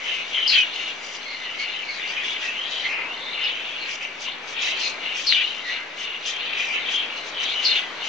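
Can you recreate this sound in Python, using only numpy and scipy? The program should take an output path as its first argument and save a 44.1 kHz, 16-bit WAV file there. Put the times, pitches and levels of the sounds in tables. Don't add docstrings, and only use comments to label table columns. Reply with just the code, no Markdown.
import sys
import numpy as np
from scipy import signal
from scipy.fft import rfft, irfft
from scipy.io import wavfile
from scipy.ndimage import uniform_filter1d

SR = 44100
rng = np.random.default_rng(int(sys.argv[2]) if len(sys.argv) > 2 else 0)


def put_to_file(sound):
    columns = np.atleast_2d(sound).T
    safe = np.clip(columns, -1, 1)
    whole_steps = np.round(safe * 32767)
    wavfile.write(sys.argv[1], SR, whole_steps.astype(np.int16))


def invert_db(x):
    u = np.asarray(x, float) / 20
    return 10 ** u


N = 356328

# (full voice at [s], hold [s], level [dB], pitch [Hz])
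LOW_CALLS = [(0.002, 0.061, -34.5, 2230.0), (0.08, 0.1813, -33.5, 2216), (0.385, 0.039, -28, 2250),
             (0.57, 0.043, -25.5, 2210.0), (0.796, 0.054, -40, 2210.0), (1.338, 0.017, -35.5, 2160.0),
             (1.45, 0.022, -35.5, 2008), (1.621, 0.015, -29.0, 2150.0), (1.91, 0.022, -31, 2204),
             (1.999, 0.22, -32.5, 2220.0), (2.194, 0.227, -32.5, 2230.0), (2.458, 0.017, -32.0, 2050),
             (2.864, 0.21, -30, 2134), (3.3, 0.0394, -38.0, 2138), (3.407, 0.1804, -34.0, 2289),
             (3.895, 0.04875, -34.0, 2219), (4.029, 0.0177, -38, 2292), (4.556, 0.099, -38, 2302),
             (4.68, 0.03, -27.5, 2250.0), (4.866, 0.022, -31.0, 2374), (5.021, 0.068, -36, 2230.0),
             (5.35, 0.0946, -30, 2327), (5.693, 0.0679, -28.5, 2088), (5.79, 0.0502, -36, 2050),
             (6.341, 0.099, -37.5, 2265), (6.542, 0.106, -29.5, 2290.0), (6.698, 0.38, -30, 2260.0),
             (7.432, 0.027, -31, 2280.0), (7.536, 0.111, -36, 2280), (7.71, 0.11, -33, 2144)]
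MID_CALLS = [(0.087, 0.1403, -26, 2916), (0.355, 0.1158, -24, 3000.0), (0.553, 0.062, -15, 2900),
             (0.759, 0.17, -30.5, 2890), (1.22, 0.051, -39, 2951), (1.33, 0.051, -39, 2850),
             (1.46, 0.11, -33.5, 2890), (1.624, 0.22, -31, 2816), (2.034, 0.119, -31.0, 2810),
             (2.188, 0.194, -27.5, 3018), (2.433, 0.26, -29, 2770), (2.74, 0.15, -29, 3050),
             (2.91, 0.15, -30, 2540), (3.1, 0.071, -36, 2950), (3.36, 0.45, -30.5, 2867),
             (3.443, 0.068, -24.5, 3000), (3.838, 0.11, -32, 2773), (4.036, 0.026, -28.5, 2640.0),
             (4.28, 0.026, -29, 2904), (4.585, 0.27, -27.0, 2841), (5.055, 0.16, -28.5, 2774),
             (5.345, 0.09, -18.5, 2924), (5.47, 0.15, -34.0, 3016), (5.727, 0.0678, -31, 2725),
             (6.016, 0.17, -31.5, 2897), (6.273, 0.37, -28.5, 2883), (6.608, 0.044, -24.5, 2720),
             (6.747, 0.048, -24.5, 2694), (6.886, 0.17, -25.5, 3018), (7.1, 0.11, -34, 2820),
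             (7.392, 0.14, -27.5, 3020.0), (7.58, 0.174, -26, 2905), (7.758, 0.047, -21, 2886),
             (8.041, 0.36, -30, 2935)]
HIGH_CALLS = [(0.12, 0.25, -39.5, 3700), (0.561, 0.0347, -26.0, 3900.0), (0.73, 0.2125, -36.5, 3677),
              (1.334, 0.02228, -33.5, 4136), (1.452, 0.02072, -37, 3656), (1.647, 0.01792, -37.5, 4220),
              (1.73, 0.054, -37.5, 3704), (1.926, 0.06, -36.5, 4250), (2.02, 0.12, -39, 3580),
              (2.294, 0.055, -33.5, 3430), (2.464, 0.0218, -37.0, 3700.0), (2.71, 0.158, -34, 3824),
              (3.242, 0.129, -31.5, 3606), (3.463, 0.042, -30.5, 3700), (3.665, 0.0342, -42, 3626),
              (3.843, 0.046, -38.5, 3930), (4.279, 0.0638, -35, 3566), (4.637, 0.095, -29.5, 3636),
              (4.87, 0.0152, -26, 4170), (5.051, 0.1844, -39.5, 3685), (5.353, 0.0249, -25.5, 3594),
              (5.369, 0.157, -32.5, 3790.0), (5.692, 0.089, -33.5, 3798), (6.02, 0.093, -39.5, 3592),
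              (6.313, 0.016, -32.0, 3790.0), (6.427, 0.237, -34.5, 3610), (6.822, 0.215, -36, 3620.0),
              (7.199, 0.15, -41.5, 3971), (7.469, 0.08, -28, 3670), (7.701, 0.087, -26, 3731),
              (8.022, 0.061, -39.5, 3860)]
# (time [s], level [dB], share of the pitch fall [0-1])
SQUAWKS = [
    (0.479, -19, .7),
    (5.271, -18.5, 1.1),
    (7.648, -18.5, 1.05),
]
# (time after onset [s], level [dB], pitch [Hz])
SQUAWK_SHAPE = [
    (-.03, -80, 4910),
    (-.012, -27, 4902),
    (-.004, -8, 4862),
    (.001, -2.5, 4737),
    (.016, 4.5, 4400),
    (.05, -1, 4100),
    (.08, -6, 3685),
    (.1, -77, 3490),
]
# (time [s], length [s], level [dB], first pitch [Hz], last pitch [Hz])
PEEPS = [(0.146, 0.099, -28, 2524, 2520), (0.343, 0.083, -20.5, 3143, 3000),
         (0.422, 0.074, -21.5, 3060, 3000), (0.478, 0.035, -19, 4700, 4770), (0.482, 0.06, -19, 4350, 4190),
         (0.543, 0.105, -16, 3136, 2920), (0.575, 0.064, -20.5, 2550, 2450),
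         (1.25, 0.157, -32.5, 2150, 2114), (1.436, 0.067, -35, 2020, 1930),
         (1.504, 0.035, -32.5, 2950, 2830), (1.586, 0.065, -28.5, 2180, 2235),
         (1.881, 0.056, -27, 2232, 2140), (2.015, 0.044, -35.5, 3500, 3460), (2.076, 0.05, -33, 4600, 4720),
         (2.167, 0.079, -27, 2460, 2480), (2.297, 0.051, -28, 3350, 3380), (2.442, 0.09, -25, 2560, 2710),
         (2.573, 0.13, -30, 3050, 3255), (2.764, 0.085, -30.5, 3050, 3070),
         (2.841, 0.084, -26.5, 2044, 2124), (2.885, 0.16, -21.5, 2520, 2450), (3.04, 0.14, -32, 2487, 3100),
         (3.188, 0.2, -35.5, 3646, 3740), (3.433, 0.057, -40, 4920, 4840), (3.8, 0.062, -37.5, 4200, 4100),
         (4.83, 0.152, -30.5, 2552, 2450), (5.268, 0.06, -20.5, 4447, 3915),
         (5.325, 0.105, -21, 3000, 2900), (5.431, 0.029, -25, 2900, 2916), (5.362, 0.039, -20, 2384, 2460),
         (5.65, 0.0903, -27.5, 1926, 1970), (6.27, 0.14, -32, 3157, 3173), (6.52, 0.12, -31, 2437, 2502),
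         (6.666, 0.091, -28.5, 2373, 2440), (6.933, 0.084, -22, 3200, 3120), (7.54, 0.1, -27, 2940, 3060),
         (7.652, 0.06, -21.5, 4463, 4170), (7.789, 0.122, -37, 2060, 1936)]
# (full voice at [s], hold [s], level [dB])
RASP_CALLS = [(0.055, 0.156, -39), (0.301, 0.15, -41.5), (0.5, 0.128, -31.5), (0.755, 0.166, -39),
              (1.04, 0.12, -37), (1.16, 0.015, -34), (1.612, 0.034, -38), (1.924, 0.101, -44),
              (2.084, 0.08, -40.5), (2.254, 0.093, -37.5), (2.436, 0.069, -35.5), (2.719, 0.22, -40),
              (3.906, 0.062, -34), (4.038, 0.018, -39), (4.225, 0.04, -33.5), (4.494, 0.056, -37),
              (4.638, 0.09, -30), (4.812, 0.11, -30.5), (5.177, 0.204, -31.5), (5.686, 0.05, -41),
              (5.999, 0.062, -37.5), (6.284, 0.029, -26.5), (6.599, 0.17, -36), (6.925, 0.05, -33),
              (7.181, 0.022, -41.5), (7.278, 0.028, -37.5), (7.44, 0.014, -32), (7.51, 0.11, -40),
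              (7.641, 0.17, -33.5), (8.057, 0.035, -35.5)]
# (swell [dB/s], sag while held [dB/s], fade [dB/s], mutter between calls [dB])
LOW_BREATH = (280, 25, 112, -40.5)
MID_BREATH = (328.5, 4, 150, -43.5)
HIGH_BREATH = (141.5, 14, 209, -59.5)
RASP_BREATH = (449.5, 29, 254, -47)
# (time [s], level over the mutter [dB])
GRUMBLE = [
    (0, 1.5),
    (2.9, 1.5),
    (2.97, -4.5),
    (3.35, -1),
    (3.85, 1),
    (4.4, -6),
    (5.45, 4.5),
    (5.9, -3),
    (8.08, 0.5),
]
# (frequency [Hz], width [Hz], level [dB])
RASP_THROAT = [(3000, 1300, 3), (4200, 1200, -5.5), (4690, 1700, 0), (6220, 910, -3), (7000, 780, -9),
               (9920, 610, 4)]
# (time [s], peak level [dB], frequency [Hz])
BEAK_TAPS = [
    (.3485, -25, 3300),
    (.4785, -16, 4900),
    (4.285, -20, 3120),
    (4.2848, -30, 1032),
    (5.2713, -13, 4800),
    (5.3248, -10.5, 3820),
    (5.3247, -12, 2060),
    (5.325, -10, 2900),
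    (5.3246, -25, 1500),
]
# (time [s], level [dB], pitch [Hz])
FAR_COO = [
    (2.8, -65, 1000),
    (2.88, -45, 1020),
    (3.0, -42, 1030),
    (3.15, -44, 1000),
    (3.28, -65, 960),
]
# (time [s], level [dB])
ROOM_AIR = [(0.0, -43.5), (1.03, -43.5), (1.26, -45), (2.86, -42), (2.99, -40), (3.22, -41.5),
            (4.12, -44.5), (4.91, -40), (5.22, -43), (5.85, -44), (6.23, -44.5), (6.53, -41.5),
            (7.67, -40.5), (8.08, -40)]
# (frequency [Hz], level per Hz [dB])
MURMUR = [(40, -32.5), (96, -18.5), (400, -2), (1570, -1.5), (2150, -2.5), (4550, -11), (6230, -55.5),
          (9620, -37.5)]
# (frequency [Hz], likeness [0-1])
LIKENESS = [(60, 0.37), (210, 0.29), (740, 0.83), (2610, 0.038), (9170, 0.28)]
# (frequency [Hz], level [dB])
HUM = [(50, -82.5), (100, -75.5), (150, -68), (250, -60)]
# (frequency [Hz], left minus right [dB])
LEFT_LEAD = [(60, 5), (210, 2.5), (740, 1), (2610, 3), (9170, 5.0)]

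BOX_T60_S, BOX_DB = 0.03, 0.5
NEAR_BOX_DB = -5
BOX_LAG_S = 0.00998
BREAK_DB, BREAK_S = 5.0, 0.0069
PUFFS_PER_S, PUFF_FLOOR = 330, .18
THROAT_HZ, OCTAVE_BEST_DB, OCTAVE_LOSS_DB, OCTAVE_LEAST_DB = 4350, -4, 117, -33.5


def hoarse_whistle(track, hoarse, flutter_hz, shake_hz, neighbour_db, spread_hz):
    level_db, pitch_hz = in_time(track)
    turn, throb = fluttering(pitch_hz, flutter_hz, hoarse * shake_hz, throb_db=0.5)
    centre = 2 * np.pi * np.cumsum(pitch_hz) / SR
    beat = np.cumsum(PUFFS_PER_S * (1 + .3 * wander(60.1))) / SR
    puffs = PUFF_FLOOR + np.sin(np.pi * beat) ** 2
    along, across = uniform_filter1d([wander(spread_hz), wander(spread_hz)], size=22)
    crowd = rms_one(puffs * (along * np.sin(centre) + across * np.cos(centre)))
    both = throb * np.sin(turn) + invert_db(neighbour_db) * crowd
    own_level = np.sqrt(uniform_filter1d(both ** 2, size=2400))
    return invert_db(level_db) * both / own_level


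def fluttering(pitch_hz, flutter_hz, shake_hz, throb_db):
    flutter = np.sin(2 * np.pi * np.cumsum(flutter_hz * (1 + .3 * wander(25))) / SR)
    hz = pitch_hz + shake_hz * (0.632 * flutter + 2 * np.tanh(wander(350.8) / 2))
    gain = invert_db(throb_db * (flutter + 1.08 * wander(60)))
    return 2 * np.pi * np.cumsum(hz) / SR, gain


def call_track(calls, breath, squawks=()):
    t, power = effort(calls, breath)
    pull = np.array(calls)[:, 3] @ power
    total = power.sum(axis=0)
    after, shape_db, shape_hz = np.transpose(SQUAWK_SHAPE)
    for s, db, fall in squawks:
        head = invert_db(2 * (db + np.interp(t - s, after, shape_db)))
        falling_hz = shape_hz[0] + fall * (shape_hz - shape_hz[0])
        pull = pull + 4.0 * head * np.interp(t - s, after, falling_hz)
        power = np.vstack([power, 4.0 * head])
        total = total + head
    level_db = 10 * np.log10(total + invert_db(2 * breath[3]))
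    return np.transpose([t, level_db, pull / power.sum(axis=0)])


def effort(calls, breath):
    swell_db, sag_db, fade_db, _ = breath
    t = np.arange(0, N / SR + .002, .002)
    s, hold, level_db = np.array(calls).T[:3, :, None]
    since = t - s + BOX_LAG_S
    lost_db = swell_db * np.maximum(-since, 0)
    lost_db = lost_db + sag_db * np.clip(since, 0, hold)
    lost_db = lost_db + fade_db * np.maximum(since - hold, 0)
    lost_db = lost_db + BREAK_DB * np.clip((since - hold) / BREAK_S, 0, 1)
    return t, invert_db(2 * (level_db - lost_db)) + 1e-30


def turn_taking(low_hz, high_hz):
    gain = np.ones(N)
    for s, length, _, first_hz, _ in PEEPS:
        octave_inside = octave_db(first_hz) > -10 and low_hz < 2 * first_hz < high_hz
        if low_hz < first_hz < high_hz or octave_inside:
            at, _, loudness = peep_swell(s, length)
            gain[at] *= invert_db(-5 * loudness)
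    return gain


def clear_peeps():
    out = np.zeros(N)
    shake, throb = fluttering(0, flutter_hz=110, shake_hz=58, throb_db=2.5)
    for s, length, level_db, first_hz, last_hz in PEEPS:
        at, part, loudness = peep_swell(s, length)
        turn = 2 * np.pi * np.cumsum(first_hz + (last_hz - first_hz) * part) / SR
        turn += shake[at] * (first_hz / 2000) ** 1.5
        tone = np.sin(turn) + invert_db(octave_db(first_hz)) * np.sin(2 * turn)
        out[at] += invert_db(level_db + 0.5) * loudness * throb[at] * tone
    return out


def peep_swell(s, length):
    at = slice(round(s * SR), round((s + length) * SR))
    part = np.linspace(0, 1, at.stop - at.start)
    return at, part, np.sin(np.pi * part ** .62) ** .5


def octave_db(hz):
    away = abs(np.log2(2 * hz / THROAT_HZ))
    return max(OCTAVE_BEST_DB - OCTAVE_LOSS_DB * away, OCTAVE_LEAST_DB)


def rasp():
    turns = np.cumsum(290 * (1 + .35 * wander(70))) / SR
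    puffs = np.exp(-3.0 * (turns % 1)) * invert_db(1.0 * wander(120))
    source = rng.standard_normal(N) * (0.23 + puffs)
    voiced = np.zeros(N)
    for k, (hz, width_hz, db) in enumerate(RASP_THROAT):
        peak = resonance(resonance(source, hz, width_hz), hz, width_hz)
        voiced += (-1) ** k * invert_db(db) * peak
    t, power = effort(RASP_CALLS, RASP_BREATH)
    grumble_db = RASP_BREATH[3] + np.interp(t, *np.transpose(GRUMBLE))
    loudness = np.sqrt(power.sum(axis=0) + invert_db(2 * grumble_db))
    return np.interp(np.arange(N) / SR, t, loudness) * rms_one(voiced)


def breath_noise(voices):
    loudness = np.sqrt(uniform_filter1d(voices ** 2, size=900) + 1e-12)
    hiss = resonance(resonance(rng.standard_normal(N), 1550, 970), 1550, 970)
    return invert_db(-22) * loudness * rms_one(hiss)


def beak_taps():
    out = np.zeros(N)
    t = np.arange(-1500, 1500) / SR
    for s, peak_db, hz in BEAK_TAPS:
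        at = round(s * SR)
        push = np.sin(2 * np.pi * hz * t) * np.exp(-(t * hz / 3.0) ** 2)
        out[at - 1500:at + 1500] += invert_db(peak_db) * push
    return out


def nest_box(x, wet_db=BOX_DB):
    t = np.arange(SR // 4) / SR
    tail = rng.standard_normal((2, 2, len(t))) * invert_db(-60 * t / BOX_T60_S) * (t > .0005)
    tail /= np.sqrt(np.sum(tail ** 2, axis=2, keepdims=True))
    spot = 1.71 * wander(3)
    shares = np.array([np.cos(spot), np.sin(spot)])[:, None] * x
    wet = invert_db(wet_db) * signal.oaconvolve(shares, tail, axes=2).sum(axis=0)[:, :N]
    return (x + wet) / np.sqrt(1 + invert_db(2 * wet_db))


def far_murmur():
    out, edges = 0, 34 * 2 ** np.arange(0, 9, .5)
    white = rng.standard_normal((2, 2, N))
    for k, (low, high) in enumerate(zip(edges, edges[1:])):
        band = signal.butter(2, [low, high], "band", fs=SR, output="sos")
        mid, side = signal.sosfilt(band, white[k % 2])
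        hz = np.sqrt(low * high)
        alike = np.clip(at_hz(LIKENESS, hz), 0, 1)
        gain = invert_db(at_hz(MURMUR, hz) + 0.13 * wander(1.9))
        out = out + gain * (np.sqrt(1 + alike) * mid + np.sqrt(1 - alike) * side * [[1], [-1]])
    return invert_db(in_time(ROOM_AIR)[0] + 4.5) * rms_one(out)


def mains_hum():
    t = np.arange(N) / SR
    return sum(invert_db(db + 1.7 * wander(4.8)) * np.sin(2 * np.pi * hz * t) for hz, db in HUM)


def rms_one(x):
    return x / np.sqrt(np.mean(x ** 2, axis=-1, keepdims=True) + 1e-20)


def in_time(rows):
    s, *columns = np.transpose(rows)
    return [np.interp(np.arange(N) / SR, s, c) for c in columns]


def at_hz(points, hz):
    point_hz, value = np.transpose(points)
    return np.interp(np.log(hz), np.log(point_hz), value)


def wander(rate_hz):
    step = max(4, int(SR / rate_hz) // 30)
    r = np.exp(-2 * np.pi * rate_hz * step / SR)
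    noise = rng.standard_normal(N // 4 + 400)[:N // step + 400]
    slow = signal.lfilter([1], [1, -2 * r, r * r], noise)[300:]
    return np.interp(np.arange(N) / step, np.arange(len(slow)), rms_one(slow))


def resonance(x, hz, width_hz):
    r = np.exp(-np.pi * width_hz / SR)
    top = np.array([1, 0, -1]) * (1 - r * r) / 2
    return signal.lfilter(top, [1, -2 * r * np.cos(2 * np.pi * hz / SR), r * r], x)


def scene():
    low = hoarse_whistle(call_track(LOW_CALLS, LOW_BREATH), hoarse=0.7,
                         flutter_hz=118.5, shake_hz=230.5, neighbour_db=2.0, spread_hz=330)
    mid = hoarse_whistle(call_track(MID_CALLS, MID_BREATH), hoarse=0.69,
                         flutter_hz=229.1, shake_hz=357.3, neighbour_db=2.5, spread_hz=506)
    high = hoarse_whistle(call_track(HIGH_CALLS, HIGH_BREATH, SQUAWKS), hoarse=0.55,
                          flutter_hz=298.7, shake_hz=399.5, neighbour_db=2.5, spread_hz=520)
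    coo = hoarse_whistle(FAR_COO, hoarse=.7,
                         flutter_hz=90.6, shake_hz=211.7, neighbour_db=-1.5, spread_hz=250)
    low = low * turn_taking(0, 2450)
    mid = mid * turn_taking(2450, 3450)
    high = high * turn_taking(3450, 5300)
    near = nest_box(low + high + coo + mid + breath_noise(mid))
    near = near + nest_box(rasp()) + nest_box(clear_peeps(), NEAR_BOX_DB)
    near = signal.sosfilt(signal.butter(2, 500, "high", fs=SR, output="sos"), near)
    taps = beak_taps() * invert_db(np.array([[1.5], [-4]]))
    return near + taps + far_murmur() + mains_hum()


def low_pass(x):
    return signal.sosfilt(signal.butter(12, 9770, fs=SR, output="sos"), x)


def record(dry):
    lead_db = at_hz(LEFT_LEAD, np.maximum(np.arange(N // 2 + 1) * SR / N, 1))
    tilted = irfft(rfft(dry) * invert_db(np.outer([.5, -.5], lead_db)), N)
    notched = tilted - 0.63 * resonance(tilted, 8070, 900)
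    held = notched / (1 + (notched / .98) ** 10) ** .1
    cut = signal.sosfilt(signal.cheby2(12, 60, 9950, fs=SR, output="sos"), held)
    mix = cut + 0.0015
    return low_pass(mix)


dry = scene()
out = record(dry)
put_to_file(out)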